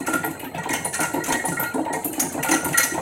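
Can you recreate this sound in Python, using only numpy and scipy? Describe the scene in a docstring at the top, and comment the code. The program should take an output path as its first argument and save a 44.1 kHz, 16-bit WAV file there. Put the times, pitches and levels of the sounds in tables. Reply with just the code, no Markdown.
"""Braiding machine in a workshop

A braiding machine runs: its bobbin carriers knock through the track of a hollow frame, steel levers
clack and tinkle, and jolted plates and spindles ring. Each blow is a force of impulses and noise bursts
filtered by the modes of the struck part, with a longer noise tail as the answer of the hall.
Beneath lie a rattle of decaying sines, the motor's rumble of coloured noise and two thin whining tones."""
import sys
import numpy as np
from scipy.fft import rfft, irfft, next_fast_len
from scipy.io import wavfile
from scipy.ndimage import uniform_filter1d, map_coordinates

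SR = 44100
rng = np.random.default_rng(int(sys.argv[2]) if len(sys.argv) > 2 else 0)


def transcribe(u):
    """Save the signal u as a 16-bit wav file named by the first command-line argument.

    u: samples, shape (n,) or (channels, n), limited to [-1, 1]; the rate is SR.
    q: integer samples, one column per channel.
    """
    v = np.clip(np.atleast_2d(u).T, -1, 1)
    q = np.round(v * 32767).astype(np.int16)
    wavfile.write(sys.argv[1], SR, q)


N = 132741  # length [samples]

# time and frequency axes of a single blow
BLOW_SIZE = 24576  # [samples]
AGE = np.arange(BLOW_SIZE) / SR  # [s]
BLOW_HZ = np.fft.rfftfreq(BLOW_SIZE, 1 / SR)


def amp(db):
    """Level as a logarithm of amplitude: decibels to a linear gain."""
    return 10 ** (np.asarray(db) / 20)


def unit(x):
    """Normalisation by effective value: scale to rms 1."""
    return x / np.sqrt(np.mean(x ** 2) + 1e-20)


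def along(points, hz):
    """Logarithmic pitch scale: interpolate (frequency [Hz], value) points evenly in log frequency."""
    point_hz, values = np.transpose(points)
    return np.interp(np.log(hz + 1), np.log(point_hz + 1), values)


def filtered(x, response):
    """Linear filtering: convolution in time is multiplication by a response in frequency."""
    size = next_fast_len(N + SR // 2)
    spectrum = rfft(x, size) * response(np.fft.rfftfreq(size, 1 / SR))
    return irfft(spectrum, size)[:N]


def wobble(rate):
    """Band-limited fluctuation: a smooth curve through random knots, rate of them a second."""
    knots = rng.standard_normal(int(N * rate / SR) + 4)
    return map_coordinates(knots, [np.arange(N) * rate / SR])


def motor():
    """Broadband and tonal machine noise: steady coloured rumble and the drive's slightly wavering whine."""
    # whine of the drive: (frequency [Hz], rms level before the waver [dB])
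    whine_lines = [(4150, -60), (7950, -59.5)]
    # colour of the rumble: (frequency [Hz], relative level [dB])
    rumble_colour = [(25, -33), (90, 7), (300, 5.5), (450, 4.5), (900, 4.5), (1150, -19.5), (2000, -26),
                     (2600, -30), (4200, -37), (4800, -47), (7900, -49), (15500, -95)]
    rumble_db = -39.5  # rms level
    waver_db, waver_rad, wavers_per_s = 3.5, 1.1, 55  # scale of level and phase wander, knot rate

    t = np.arange(N) / SR
    whine = np.zeros(N)
    for hz, db in whine_lines:
        level = amp(db + waver_db * wobble(wavers_per_s))
        phase = 2 * np.pi * hz * t + waver_rad * wobble(wavers_per_s)
        whine += level * np.sqrt(2) * np.sin(phase)
    rumble = filtered(rng.standard_normal(N), lambda hz: amp(along(rumble_colour, hz)))
    return whine + amp(rumble_db) * unit(rumble)


def add(track, s, sound):
    """Superposition: mix a sound into the track at time s [s]."""
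    start = max(round(s * SR), 0)
    track[start:start + len(sound)] += sound[:max(N - start, 0)]


def rattle(tick_t60=0.076, size=4000):
    """Free decay of small oscillators: loose parts tick at random, each ringing briefly at its own pitch."""
    # colour of the whole rattle: (frequency [Hz], relative level [dB])
    rattle_colour = [(250, -4.5), (900, 0.5), (1150, -1), (2600, -0.5), (4000, -30.5)]
    rattle_db, ticks_per_s = -43.5, 220  # rms level of the whole; tick rate
    spread_db = 3  # scale of the exponential spread of tick levels
    low, high = 292.7, 3620  # range of pitches [Hz]

    track = np.zeros(N)
    t = AGE[:size]
    for when, strength, pitch in rng.random((int(ticks_per_s * N / SR), 3)):
        db = -spread_db * np.log(1 - .97 * strength) - 60 * t / tick_t60
        hz = low * (high / low) ** pitch
        add(track, when * N / SR, amp(db) * np.sin(2 * np.pi * hz * t))
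    return amp(rattle_db) * unit(filtered(track, lambda hz: amp(along(rattle_colour, hz))))


def colour(points):
    """Minimum phase: folding the cepstrum onto positive time gives a causal response of given colour."""
    cepstrum = irfft(np.log(amp(along(points, BLOW_HZ))))
    cepstrum[1:BLOW_SIZE // 2] *= 2
    cepstrum[BLOW_SIZE // 2 + 1:] = 0
    return np.exp(rfft(cepstrum))


def resonances(modes):
    """Modal superposition: a sum of damped second-order resonators with alternating signs."""
    f = BLOW_HZ
    response = 0
    for k, (centre, width, db) in enumerate(modes):
        damping = 1j * f * width
        response = response + (-1) ** k * amp(db) * damping / (centre * centre - f * f + damping)
    return response


def varied(body):
    """Dependence on the point of impact: from blow to blow the modes shift and change in strength."""
    tint_db, tint_hz = 4, 110.5  # depth and spacing of the random change in colour
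    detune = 0.004  # rms relative shift in pitch

    place = BLOW_HZ / tint_hz
    knots = rng.standard_normal(int(place[-1]) + 2)
    tint = colour(np.column_stack([BLOW_HZ, tint_db * map_coordinates(knots, [place])]))
    shifted_hz = BLOW_HZ * (1 + detune * rng.standard_normal())
    return tint * np.interp(shifted_hz, BLOW_HZ, body)


def rebounds(first_s, count=3):
    """Inelastic collision: a hard contact and its weaker rebounds, as impulses at uneven gaps."""
    bounce_s, loss_db = .009, 2.5  # a flight lasts 0.5 to 2 times bounce_s; loss at each rebound
    flights = bounce_s * rng.uniform(.5, 2, count)
    at = (first_s + np.cumsum(flights) - flights[0]) * SR
    return np.bincount(at.astype(int), amp(-loss_db * np.arange(count)), BLOW_SIZE)


def strike(times, levels, body, gain_db, slap_db, attack_s, chatter_t60, hall_db, hall_t60, size=900):
    """Source and filter: hard contacts, a swelling, dying chatter and its hall echo excite one body."""
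    lead_s = .003  # the parts graze this long before the nominal time of the blow
    grain_db, flutter_db = 2, 1  # rms unevenness of the contacts and of the echo

    track = np.zeros(N)
    near = amp(-60 * AGE / chatter_t60)
    hall = amp(hall_db - 60 * AGE / hall_t60)
    rise = (1 - np.exp(-AGE / attack_s)) ** 2
    for s, db in zip(times, levels):
        contacts, echo, grain, flutter = rng.standard_normal((4, BLOW_SIZE))
        contacts = contacts * unit(amp(grain_db * unit(uniform_filter1d(grain, size=110))))
        echo = echo * amp(flutter_db * unit(uniform_filter1d(flutter, size=400)))
        chatter = rise * (near * contacts + hall * echo)
        slap = amp(slap_db) * rebounds(lead_s + attack_s * rng.uniform(.5, 1))
        force = chatter / np.linalg.norm(chatter) + slap
        sound = irfft(rfft(force) * varied(body))
        # the level of a blow is that of its loudest short stretch (size samples)
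        loudest = np.sqrt(uniform_filter1d(sound ** 2, size).max())
        add(track, s - lead_s, amp(db + gain_db) * sound / loudest)
    return track


def frame():
    """Impact on a hollow body: knocking carriers excite a low thump, a cabinet boom and a deck clop."""
    # carriers knocking the frame, levels before each layer's gain_db:
    # (time [s], thump level [dB], cabinet level [dB], deck level [dB])
    knocks = [(0.001, -42, -27, -42), (0.078, -67, -24.5, -25.5), (0.129, -37, -24, -28.5),
              (0.191, -34.5, -38, -48), (0.235, -42, -31, -25), (0.271, -34.5, -28.5, -35),
              (0.303, -61, -31.0, -50), (0.427, -55, -32.5, -34), (0.458, -59, -30.5, -57),
              (0.542, -34, -38, -31), (0.574, -30, -60, -30), (0.653, -55, -34, -26.5),
              (0.694, -36, -25.5, -28.5), (0.733, -60.5, -32.5, -26.0), (0.782, -37.5, -45, -44),
              (0.849, -37.5, -62.0, -27.5), (0.987, -36, -27.5, -25.5), (1.005, -62.0, -32, -28),
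              (1.032, -36, -44, -29.0), (1.135, -65, -23, -25.5), (1.156, -39, -24, -29.0),
              (1.176, -38, -30.5, -28.5), (1.278, -37.5, -26.5, -27.5), (1.3, -55, -36, -23.5),
              (1.336, -44.5, -26, -27.5), (1.437, -64, -34.0, -24), (1.479, -27, -31, -30),
              (1.516, -37, -29.5, -35), (1.59, -32.5, -59.0, -29), (1.622, -38, -32, -28),
              (1.74, -60, -22, -25), (1.778, -40, -22, -24), (1.811, -61, -35, -64),
              (1.855, -57, -62.0, -25.5), (1.898, -44, -29, -27), (1.931, -38, -37, -25.5),
              (1.963, -45, -31, -29.5), (2.046, -44.0, -25.5, -31.5), (2.083, -53, -29, -60),
              (2.176, -55, -27, -31), (2.216, -45, -25.5, -32.5), (2.239, -34, -29.5, -32.5),
              (2.341, -59, -27, -30.5), (2.375, -31.5, -28, -27.5), (2.442, -45, -50, -26),
              (2.486, -60, -24, -26.5), (2.511, -36.5, -20.5, -25.5), (2.533, -34, -21.5, -23.5),
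              (2.63, -37.5, -62.0, -30.5), (2.654, -31, -26.5, -27), (2.68, -28.5, -33, -34.5),
              (2.714, -62.0, -33.5, -34.5), (2.783, -39.0, -40, -29.5), (2.824, -45, -35.5, -38.0),
              (2.842, -52, -51, -33.5), (2.916, -40, -29, -51), (2.94, -62.0, -27, -29.5),
              (2.975, -33.5, -46, -23.5)]
    # modes of the thump and of the cabinet: (frequency [Hz], width [Hz], relative level [dB])
    thump_modes = [(82, 46, -13), (139.4, 13.5, -3.5), (163, 15.2, 2)]
    cabinet_modes = [(235, 26, -11.5), (267.8, 32.3, 2), (318, 16, 5.5), (368.5, 8.3, -1)]
    # colour of the deck's crowded, short-lived modes: (frequency [Hz], relative level [dB])
    deck_colour = [(300, -36), (410, -13.5), (450, 5.5), (480, -16), (520, 4.5), (560, -2), (660, -0.5),
                   (730, 2.5), (840, 1.5), (930, 7), (1010, -7), (1150, -18), (1700, -18.5), (2600, -28),
                   (5000, -52.5)]

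    s, thump_db, cabinet_db, deck_db = np.transpose(knocks)
    thump_body = resonances(thump_modes) * colour([(40, -19), (90, 1.5), (200, 3.5), (500, -31.5)])
    thump = strike(s, thump_db, thump_body, gain_db=-.5, slap_db=1.5, attack_s=0.00092,
                   chatter_t60=0.056, hall_db=-23.5, hall_t60=0.37)
    boom = strike(s, cabinet_db, resonances(cabinet_modes), gain_db=-1, slap_db=1.0, attack_s=0.00189,
                  chatter_t60=0.033, hall_db=-19.0, hall_t60=0.49)
    clop = strike(s, deck_db, colour(deck_colour), gain_db=-0.25, slap_db=-7, attack_s=0.006864,
                  chatter_t60=0.092, hall_db=-20, hall_t60=0.54)
    return thump + boom + clop


def levers():
    """Impact of stiff steel: levers snap against their stops and ring in three clusters of modes."""
    # steel levers clacking, levels before each layer's gain_db: (time [s], clack level [dB],
    # crack level [dB], low ring level [dB], middle ring level [dB], high ring level [dB])
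    clacks = [(0.001, -49, -40.5, -47, -49, -52), (0.047, -49, -65, -67, -68, -64),
              (0.065, -36, -31, -37.5, -45, -42), (0.09, -51, -40, -57, -37, -59),
              (0.132, -33, -34.5, -37, -32, -39), (0.233, -36, -56, -62, -62, -62),
              (0.244, -42, -37.5, -65, -39, -30.5), (0.307, -47, -43, -56, -48, -43),
              (0.395, -40, -45.5, -60, -42, -39), (0.442, -41.5, -66, -54, -54, -41),
              (0.543, -36.5, -74, -78, -81, -102), (0.58, -60, -44.5, -43, -52, -65),
              (0.634, -38, -46.5, -41.5, -65, -75), (0.69, -31, -32, -55, -42, -54),
              (0.704, -42, -48, -30.5, -54, -51), (0.732, -28.5, -31.5, -27, -31.5, -37),
              (0.758, -50, -53, -62, -55, -60), (0.846, -42.5, -34, -57, -23.5, -40),
              (0.93, -33.5, -36, -38, -51, -55), (0.941, -36, -28.5, -28.5, -32, -50),
              (1.003, -31.5, -32.5, -29.5, -26.5, -34), (1.031, -33.5, -28.5, -27.5, -51, -52),
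              (1.136, -39, -38.5, -62, -56, -39.5), (1.239, -38, -45, -28, -39, -38),
              (1.26, -34.5, -31.5, -41, -43, -46), (1.283, -38, -36, -33, -33, -42),
              (1.321, -27.5, -29.5, -23, -35, -42), (1.451, -46, -35, -61, -24.5, -41),
              (1.482, -41, -34.5, -37, -35.5, -39), (1.522, -56, -36, -54, -42, -60),
              (1.597, -43.5, -39, -47, -35, -24), (1.631, -38.5, -36.5, -46, -44, -52),
              (1.739, -58, -38.5, -63, -38.5, -56), (1.848, -42, -52, -54, -73, -70),
              (1.929, -39, -33.5, -34.5, -33.5, -65), (2.032, -45.5, -63, -64, -66, -66),
              (2.046, -51, -35.5, -64, -29, -25), (2.129, -40.5, -32.5, -79, -47, -41),
              (2.197, -35, -31, -19, -23.5, -27), (2.22, -38.5, -40, -53, -44, -48),
              (2.325, -46, -36, -70, -52, -42), (2.429, -27.5, -29.5, -31, -31, -31),
              (2.486, -27.5, -31, -32, -31.5, -45), (2.512, -25, -36, -19, -26, -37),
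              (2.539, -30, -33.5, -24, -31.5, -43), (2.645, -38.5, -34, -42, -28, -30),
              (2.686, -39, -34, -44, -60, -42), (2.728, -32.5, -41, -36, -36, -44),
              (2.776, -28, -27, -18, -16.5, -24.5), (2.797, -32, -41, -26, -43, -34),
              (2.832, -32.5, -27.5, -20, -27.5, -32), (2.938, -37.5, -35.5, -56, -53, -60)]
    # colours of the crowded, short-lived modes: (frequency [Hz], relative level [dB])
    clack_colour = [(600, -8), (1200, -2), (1750, 6.5), (2050, 5), (2850, 4.5), (3250, -3.5), (3900, -5.5),
                    (4900, -21.5), (8000, -17.5)]
    crack_colour = [(2500, -11.5), (4500, -5), (5600, -15.5), (6000, -2), (8200, 9), (9200, 0), (10400, 2),
                    (10900, -2.5), (13200, -7.5), (13900, -13), (15800, -12.5)]
    # ringing modes of the levers: (frequency [Hz], width [Hz], relative level [dB])
    low_modes = [(6118, 81, -1.5), (6220, 120, -2.5), (6427, 560, -5)]
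    middle_modes = [(9470, 91, -5), (9580, 107, -4.5), (10200, 220, -15)]
    high_modes = [(12900, 310, 1.5), (12960, 38, 9)]

    s, clack_db, crack_db, low_db, middle_db, high_db = np.transpose(clacks)
    clack = strike(s, clack_db, colour(clack_colour), gain_db=0.5, slap_db=-8.5, attack_s=0.0089,
                   chatter_t60=0.049, hall_db=-20.5, hall_t60=0.34)
    crack = strike(s, crack_db, colour(crack_colour), gain_db=-1.0, slap_db=-9.5, attack_s=0.0075,
                   chatter_t60=0.027, hall_db=-26, hall_t60=0.54)
    low = strike(s, low_db, resonances(low_modes), gain_db=-2.5, slap_db=-9.5, attack_s=0.0038,
                 chatter_t60=0.035, hall_db=-25.5, hall_t60=0.49)
    middle = strike(s, middle_db, resonances(middle_modes), gain_db=-0.5, slap_db=-9, attack_s=0.0057,
                    chatter_t60=0.044, hall_db=-24.0, hall_t60=0.44)
    high = strike(s, high_db, resonances(high_modes), gain_db=0.5, slap_db=-10, attack_s=0.0042,
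                  chatter_t60=0.024, hall_db=-23.5, hall_t60=0.22)
    return clack + crack + low + middle + high


def ringing():
    """Resonance of lightly damped parts: jolted plates, spindles and rods ring at their own modes."""
    # jolts, levels before each layer's gain_db:
    # (time [s], plate level [dB], spindle level [dB], rod level [dB])
    jolts = [(0.012, -49, -39.5, -57), (0.071, -28, -34.5, -63), (0.129, -23.5, -35.5, -67),
             (0.154, -28, -37.5, -62.0), (0.231, -36.5, -31, -61.0), (0.58, -39, -33, -59),
             (0.671, -58, -36, -55), (0.712, -72, -26, -62.0), (0.767, -45, -34.5, -64),
             (0.856, -66, -35.5, -48.5), (0.938, -35.5, -32, -40.5), (0.991, -28.5, -39, -46),
             (1.027, -27.5, -29.5, -57), (1.158, -42, -38.5, -59), (1.201, -37, -33.0, -62.0),
             (1.299, -33.5, -31.5, -41.5), (1.338, -64, -24, -45), (1.392, -62.0, -27.0, -61),
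             (1.516, -32.5, -62.0, -69), (1.568, -31, -27.0, -64), (1.59, -29.5, -50, -62.0),
             (1.633, -33, -31, -59), (1.664, -44, -56, -47.5), (1.877, -47, -36.0, -69),
             (1.939, -55, -28.5, -65), (2.196, -42, -37.5, -63), (2.388, -41.5, -35, -68),
             (2.447, -28, -47, -49), (2.522, -28, -23, -37.5), (2.56, -28.5, -60, -50),
             (2.643, -35, -41, -58), (2.739, -26, -20.5, -45.5), (2.777, -27.5, -21, -37),
             (2.796, -36.5, -20.5, -34.0), (2.819, -55, -26, -36.5), (2.909, -42, -31, -50)]
    # modes of each part: (frequency [Hz], width [Hz], relative level [dB])
    plate_modes = [(1360.7, 7.8, 3.5), (1421.7, 14, 9.5), (1450, 400, -17.5)]
    spindle_modes = [(1785, 190, -17), (1895.5, 33.3, 7.5), (1920, 40, 6), (2164.4, 15.4, -1.5)]
    rod_modes = [(4184, 39, 2.5), (4264, 14, -8.5)]

    s, plate_db, spindle_db, rod_db = np.transpose(jolts)
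    plate = strike(s, plate_db, resonances(plate_modes), gain_db=0.5, slap_db=-2.5, attack_s=0.001187,
                   chatter_t60=0.04, hall_db=-11.5, hall_t60=0.47)
    spindle = strike(s, spindle_db, resonances(spindle_modes), gain_db=-0.5, slap_db=-5.5,
                     attack_s=0.002086, chatter_t60=0.029, hall_db=-19.5, hall_t60=0.44)
    rod = strike(s, rod_db, resonances(rod_modes), gain_db=3.5, slap_db=2.5, attack_s=.0011,
                 chatter_t60=0.039, hall_db=-16, hall_t60=0.35)
    return plate + spindle + rod


def scene():
    """Superposition of sources: the sounds of the whole machine add linearly in one channel."""
    return (motor() + rattle() + frame() + levers() + ringing())[None]


def record(dry):
    """Band limitation: an ideal low-pass removes everything from its cutoff upward."""
    top_hz = 15850
    return filtered(dry[0], lambda hz: hz < top_hz)[None]


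dry = scene()
out = record(dry)
transcribe(out)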